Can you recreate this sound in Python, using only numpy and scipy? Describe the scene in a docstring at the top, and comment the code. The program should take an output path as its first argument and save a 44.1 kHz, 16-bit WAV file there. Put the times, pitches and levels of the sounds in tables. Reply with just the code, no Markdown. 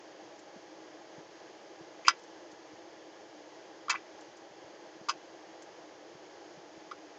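"""Cab of a standing vehicle: a fingertip taps a tablet close to the microphone.
Each tap is a quick cluster of flesh knocks and nail clicks that ring the glass and case. Skin rubs
on the glass at the firm taps. Soft, dull low thuds and bumps sound close to the microphone.
The cab returns a few echoes and a short tail over the steady hum of its fan."""
import sys
import numpy as np
from scipy import signal
from scipy.fft import rfft, irfft
from scipy.io import wavfile
from scipy.ndimage import uniform_filter1d

SR = 44100
rng = np.random.default_rng(int(sys.argv[2]) if len(sys.argv) > 2 else 0)


def waveform_to_disk(signal):
    """Save audio, clipped to [-1, 1], as 16-bit WAV at the path in sys.argv[1]."""
    frames = np.transpose(np.atleast_2d(signal))
    scaled = np.clip(frames, -1, 1) * 32767
    samples = np.round(scaled).astype(np.int16)
    wavfile.write(sys.argv[1], SR, samples)


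N = 317017

# Each row: start in seconds, knock level in dB, knock pitch in Hz, contact length in seconds, nail clack
# in dB, nail tick in dB, landing skip count, first bounce gap in seconds, first bounce in dB re the blow.
TAPS = [(2.081, -8, 1235, 0.00415, -17.5, -12.5, 0, .0086, -13),
        (2.1067, -29, 1420, .003, -34.5, -48, 0, .004, -18),
        (3.8814, -30.5, 1214, .0077, -46, -55, 0, 0.0063, -8),
        (3.8992, -21, 1150, .0042, -31, -37, 1, .0158, -3.5),
        (3.9404, -28, 1110, 0.0051, -53, -50, 0, .007, -5),
        (5.0938, -18.5, 1160, 0.00392, -42, -26, 2, .0088, -11.5),
        (6.911, -37, 1198, 0.0099, -47, -50, 0, 0.0049, 0)]
# Each row: frequency in Hz, gain in dB, swell time in seconds.
NAIL_MODES = [(2156, 1.5, 0.00037), (2570, -10, 0.00025), (3500, 2, 0.00022), (4950, -0.5, 0.00065),
              (5230, -6, 0.0005), (5960, -4.5, 0.00061), (7970, -8.5, .0003)]
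# Each row: frequency in Hz, gain in dB, T60 in seconds.
TABLET_MODES = [(1093, 4, 0.077), (1380, -11, 0.046), (1504, -3.5, 0.044), (1790, -13, 0.054),
                (2000, -7, .05), (2170, -18, 0.1), (2220, -3, .05), (3110, 2, 0.04), (3170, 5, 0.034),
                (3300, -4, .055), (5010, -2, 0.026), (5180, 4, 0.054), (6030, -10, .045)]
# Rubs under firm taps. Each row: start in seconds, length in seconds, crackle in dB, squeak in dB,
# crackle tilt in dB per octave.
SCUFFS = [(2.08, 0.021, -26, -37, 0.5), (3.8952, 0.035, -26.5, -31.5, 4.5), (5.086, 0.036, -32, -51, 0)]
# Rubs before or after a tap. Each row: start in seconds, length in seconds, squeak in dB,
# starting pitch in Hz, crackle in dB.
SLIDES = [(2.047, 0.019, -43.5, 2130, -52.5), (2.066, 0.016, -35, 2360, -38.5),
          (3.944, .021, -40, 1100, -62), (3.947, 0.02, -40, 1980, -58)]
# Colour of the skin crackle; bass cut of all rubs. 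Each row: frequency in Hz, gain in dB.
CRACKLE_SPECTRUM = [(600, -25), (1100, 11.5), (1700, -14), (2400, 6), (3700, -1), (4700, 6.5), (5600, -3),
                    (6900, 1.5), (9000, -10.5)]
RUB_LOW_CUT = [(100, -29), (600, 0)]
# Soft low thuds. Each row: start in seconds, level in dB, centre pitch in Hz.
THUDS = [(0.557, -50, 225), (1.178, -45.5, 181), (1.806, -54, 154), (2.078, -49, 92), (2.527, -58, 170),
         (2.731, -55.5, 142), (4.5, -58, 208), (5.008, -54, 181), (6.145, -51, 193), (6.569, -53.5, 188),
         (6.767, -55, 185)]
# Hand shifts. Each row: start in seconds, level in dB.
TICKS = [(.39, -55), (2.187, -59), (2.234, -57.5), (2.514, -54.5), (4.206, -55.5), (4.367, -56),
         (5.621, -51)]
# Nearby hard surfaces. Each row: delay in seconds, gain in dB.
CAB_ECHOES = [(.00792, -30), (0.014, -25.5), (0.027, -30)]
# Each row: frequency in Hz, gain in dB.
CAB_TAIL_SPECTRUM = [(300, -13), (1200, -14.5), (2400, -10.5), (5000, -16.5), (8000, 1)]
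# Each row: frequency in Hz, T60 in seconds.
CAB_TAIL_T60 = [(300, .11), (1200, 0.068), (2500, 0.11), (5000, 0.073), (8000, 0.022)]
# Fan air. Each row: frequency in Hz, relative spectral density in dB.
AIR_SPECTRUM = [(25, -27), (60, -24.5), (100, -19), (160, -13.5), (278, -13), (302, 0.5), (420, -0.5),
                (640, -2.5), (900, -6.5), (1350, -13.5), (1900, -12), (2600, -18), (3100, -15.5),
                (3800, -21), (4900, -17), (6800, -23.5), (8200, -28)]
# Cab resonances under the fan. Each row: centre in Hz, width in Hz, lift in dB.
HUM_RESONANCES = [(325.7, 44, 5.6), (522, 42, 2.5), (645, 60, 3.7), (826, 56, 5.64), (1020, 56, 0.84),
                  (1656, 130, 3.5), (3370, 82, 1.8), (6520, 610, 4.5)]
# Each row: frequency in Hz, gain in dB.
MIC_RESPONSE = [(25, -19), (70, -0.5), (6700, 0), (7400, -7.5), (8000, -18.5), (8800, -25.5), (9800, -44),
                (12000, -47), (15000, -56)]


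def taps(nail_delay_s=0.001642, clack_hz=3600, tick_hz=4600):
    """Fingertip flesh gives a short pitched knock; the nail clicks just after."""
    out, t = np.zeros(N), np.arange(SR // 50) / SR
    nail_t = t - nail_delay_s
    for start_s, knock_db, knock_hz, length_s, clack_db, tick_db in contacts():
        press = np.sin(np.pi * np.clip(t / length_s, 0, 1)) ** 2
        knock = gain_of(knock_db) * press * np.sin(2 * np.pi * knock_hz * (t - length_s / 2))
        force = [(clack_hz, clack_db), (tick_hz, tick_db)]
        nail = sum(gain_of(db + value_at(force, hz)) * swell(nail_t, swell_s)
                   * np.sin(2 * np.pi * hz * nail_t) for hz, db, swell_s in NAIL_MODES)
        add(out, start_s, knock + nail)
    return out


def contacts(skip_s=.0042, skip_db=-8.5, skip_step_db=-1.5, bounces=3, gap_ratio=.6, bounce_step_db=-3):
    """Contacts of each tap: any growing skips, the blow, then quickening, fading bounces."""
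    for start_s, knock_db, hz, length_s, clack_db, tick_db, skips, gap_s, bounce_db in TAPS:
        for k in range(skips):  # counted back from the blow
            db = skip_db + k * skip_step_db
            yield start_s - (k + 1) * skip_s, knock_db + db, hz, length_s, clack_db + db, tick_db + db
        yield start_s, knock_db, hz, length_s, clack_db, tick_db
        bounce_hz, bounce_length_s = hz * 1.11, length_s * 0.69
        for k, delay_s in enumerate(np.cumsum(gap_s * gap_ratio ** np.arange(bounces))):
            db = bounce_db + k * bounce_step_db
            nail_db = db - 1.5  # less nail in a bounce
            yield (start_s + delay_s, knock_db + db, bounce_hz, bounce_length_s,
                   clack_db + nail_db, tick_db + nail_db)


def tablet(drive):
    """Glass and case ring briefly at their modes."""
    t, ring = np.arange(SR // 8) / SR, 0
    for hz, db, t60_s in TABLET_MODES:
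        decay = gain_of(-60 * t / t60_s)
        ring = ring + gain_of(db) * 2 * decay / decay.sum() * np.cos(2 * np.pi * hz * t)
    return signal.fftconvolve(drive, ring)[:N]


def rubs(scuff_hz=2120):
    """Scuffs press early and squeak hoarsely; slides press evenly, with a clearer, rising squeak."""
    out = np.zeros(N)
    for start_s, length_s, crackle_db, squeak_db, tilt_db in SCUFFS:
        scuff = stick_slip(length_s, squeak_db, scuff_hz, crackle_db,
                           fall=2.7, width_hz=1000, db_per_octave=tilt_db)
        add(out, start_s, scuff)
    for start_s, *slide in SLIDES:
        add(out, start_s, stick_slip(*slide, fall=.8, width_hz=580, glide=.2))
    return coloured(out, RUB_LOW_CUT)


def stick_slip(length_s, squeak_db, start_hz, crackle_db, fall, width_hz,
               glide=0, db_per_octave=0, slips_per_s=5500, rise=0.67):
    """Skin sticks and slips on glass: a dry crackle and a squeak."""
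    progress = np.linspace(0, 1, round(length_s * SR))
    chance, size = rng.random((2, SR // 10))[:, :len(progress)]
    pressure = progress ** rise * (1 - progress) ** fall
    slips = (chance < slips_per_s / SR) * (size - .5)
    hz = start_hz * (1 + glide * progress)
    squeak = resonate(resonate(slips, hz, width_hz), hz, width_hz)
    crackle = coloured(slips, [(f, db + db_per_octave * np.log2(f)) for f, db in CRACKLE_SPECTRUM])
    friction = gain_of(squeak_db) * unit_rms(squeak) + gain_of(crackle_db) * unit_rms(crackle)
    return friction * pressure / pressure.max()


def thuds(swell_s=0.0034, settle_s=0.012, sink_depth=0.42, roughness=0.61, width_hz=170,
          bump_db=-63, bump_count=18):
    """Soft, dull thuds close to the microphone, each a rough, sinking note; fainter bumps at random."""
    out, t = np.zeros(N), np.arange(SR // 10) / SR
    bumps = [(when * (N - len(t)) / SR, bump_db, 140 + 120 * pitch)
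             for when, pitch in rng.random((bump_count, 2))]
    sink = 1 + sink_depth * (2 * np.exp(-t / settle_s) - 1)
    for start_s, db, hz in THUDS + bumps:
        note = np.sin(2 * np.pi * np.cumsum(hz * sink) / SR)
        noise = rng.standard_normal(len(t))
        rumble = unit_rms(resonate(resonate(noise, hz, width_hz), hz, width_hz))
        add(out, start_s, gain_of(db) * swell(t, swell_s) * (note + roughness * rumble))
    return out


def ticks(hz=6800, width_hz=2200, rise_s=0.004):
    """Tiny bursts of high crackle as the hand shifts."""
    out, t = np.zeros(N), np.arange(SR // 25) / SR
    burst = t / rise_s * np.exp(1 - t / rise_s)
    for start_s, db in TICKS:
        crackle = unit_rms(resonate(rng.standard_normal(len(t)), hz, width_hz))
        add(out, start_s, gain_of(db) * burst * crackle)
    return out


def cab(direct, onset_s=.003, density=.1):
    """Direct sound, a few distinct echoes and a short tail that dies band by band."""
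    t = np.arange(SR // 4) / SR
    scatter = rng.choice([-1., 1.], len(t)) * (rng.random(len(t)) < density) * (t > onset_s)
    hz, frame_s, bands = signal.stft(scatter, SR, nperseg=128)
    decay = gain_of(-60 * frame_s / value_at(CAB_TAIL_T60, hz)[:, None])
    tail = signal.istft(bands * decay, SR)[1]
    response = coloured(tail / np.linalg.norm(tail), CAB_TAIL_SPECTRUM)
    response[0] += 1
    for delay_s, db in CAB_ECHOES:
        add(response, delay_s, gain_of([db]))
    return signal.fftconvolve(direct, response)[:N]


def fan(level_db=-51.5, waver_db=0.36, drift_samples=4000):
    """Moving air, lifted by the cab resonances, wavering slightly in level."""
    hz = np.fft.rfftfreq(N, 1 / SR)
    lift_db = sum(db * np.exp(-2 * ((hz - centre_hz) / width_hz) ** 2)
                  for centre_hz, width_hz, db in HUM_RESONANCES)
    air = irfft(rfft(rng.standard_normal(N)) * gain_of(value_at(AIR_SPECTRUM, hz) + lift_db), N)
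    drift = uniform_filter1d(rng.standard_normal(N), drift_samples)
    drift = unit_rms(uniform_filter1d(drift, drift_samples))
    return gain_of(level_db + waver_db * drift) * unit_rms(air)


def gain_of(db):
    """Decibels to amplitude."""
    return 10 ** (np.asarray(db) / 20)


def unit_rms(x):
    """Scales to an rms of one."""
    return x / np.sqrt(np.mean(x ** 2) + 1e-20)


def value_at(points, hz):
    """Interpolates (Hz, value) rows over log frequency."""
    points_hz, values = np.transpose(points)
    return np.interp(np.log(hz + 1), np.log(points_hz + 1), values)


def add(mix, start_s, sound):
    """Adds a sound to the mix in place."""
    part = mix[round(start_s * SR):][:len(sound)]
    part += sound[:len(part)]


def coloured(x, spectrum):
    """Filters by (Hz, dB) rows."""
    hz = np.fft.rfftfreq(len(x), 1 / SR)
    return irfft(rfft(x) * gain_of(value_at(spectrum, hz)), len(x))


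def resonate(x, hz, width_hz):
    """Unity-gain resonance; hz may be a curve."""
    carrier = np.exp(2j * np.pi * np.cumsum(hz * np.ones(len(x))) / SR)
    pole = np.exp(-np.pi * width_hz / SR)
    return 2 * (carrier * signal.lfilter([1 - pole], [1, -pole], x / carrier)).real


def swell(t, swell_s):
    """Peaks at one after twice swell_s, then decays."""
    age = np.maximum(t, 0) / swell_s
    return (age / 2) ** 2 * np.exp(2 - age)


def scene(rub_coupling_db=-7):
    """Hand on tablet in the humming cab; a rub shakes the tablet less than a blow."""
    blows, skin = taps(), rubs()
    ringing = tablet(blows + gain_of(rub_coupling_db) * skin)
    return (cab(blows + skin + ringing + ticks()) + thuds() + fan())[None]


def record(dry, hiss_db=-93.5, cutoff_hz=15650):
    """The microphone loses deep bass and top treble; faint recorder hiss and a low-pass follow."""
    low_pass = signal.firwin(511, cutoff_hz, window=("kaiser", 9), fs=SR)
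    heard = coloured(dry[0], MIC_RESPONSE) + gain_of(hiss_db) * rng.standard_normal(N)
    return signal.oaconvolve(heard, low_pass, "same")[None]


dry = scene()
out = record(dry)
waveform_to_disk(out)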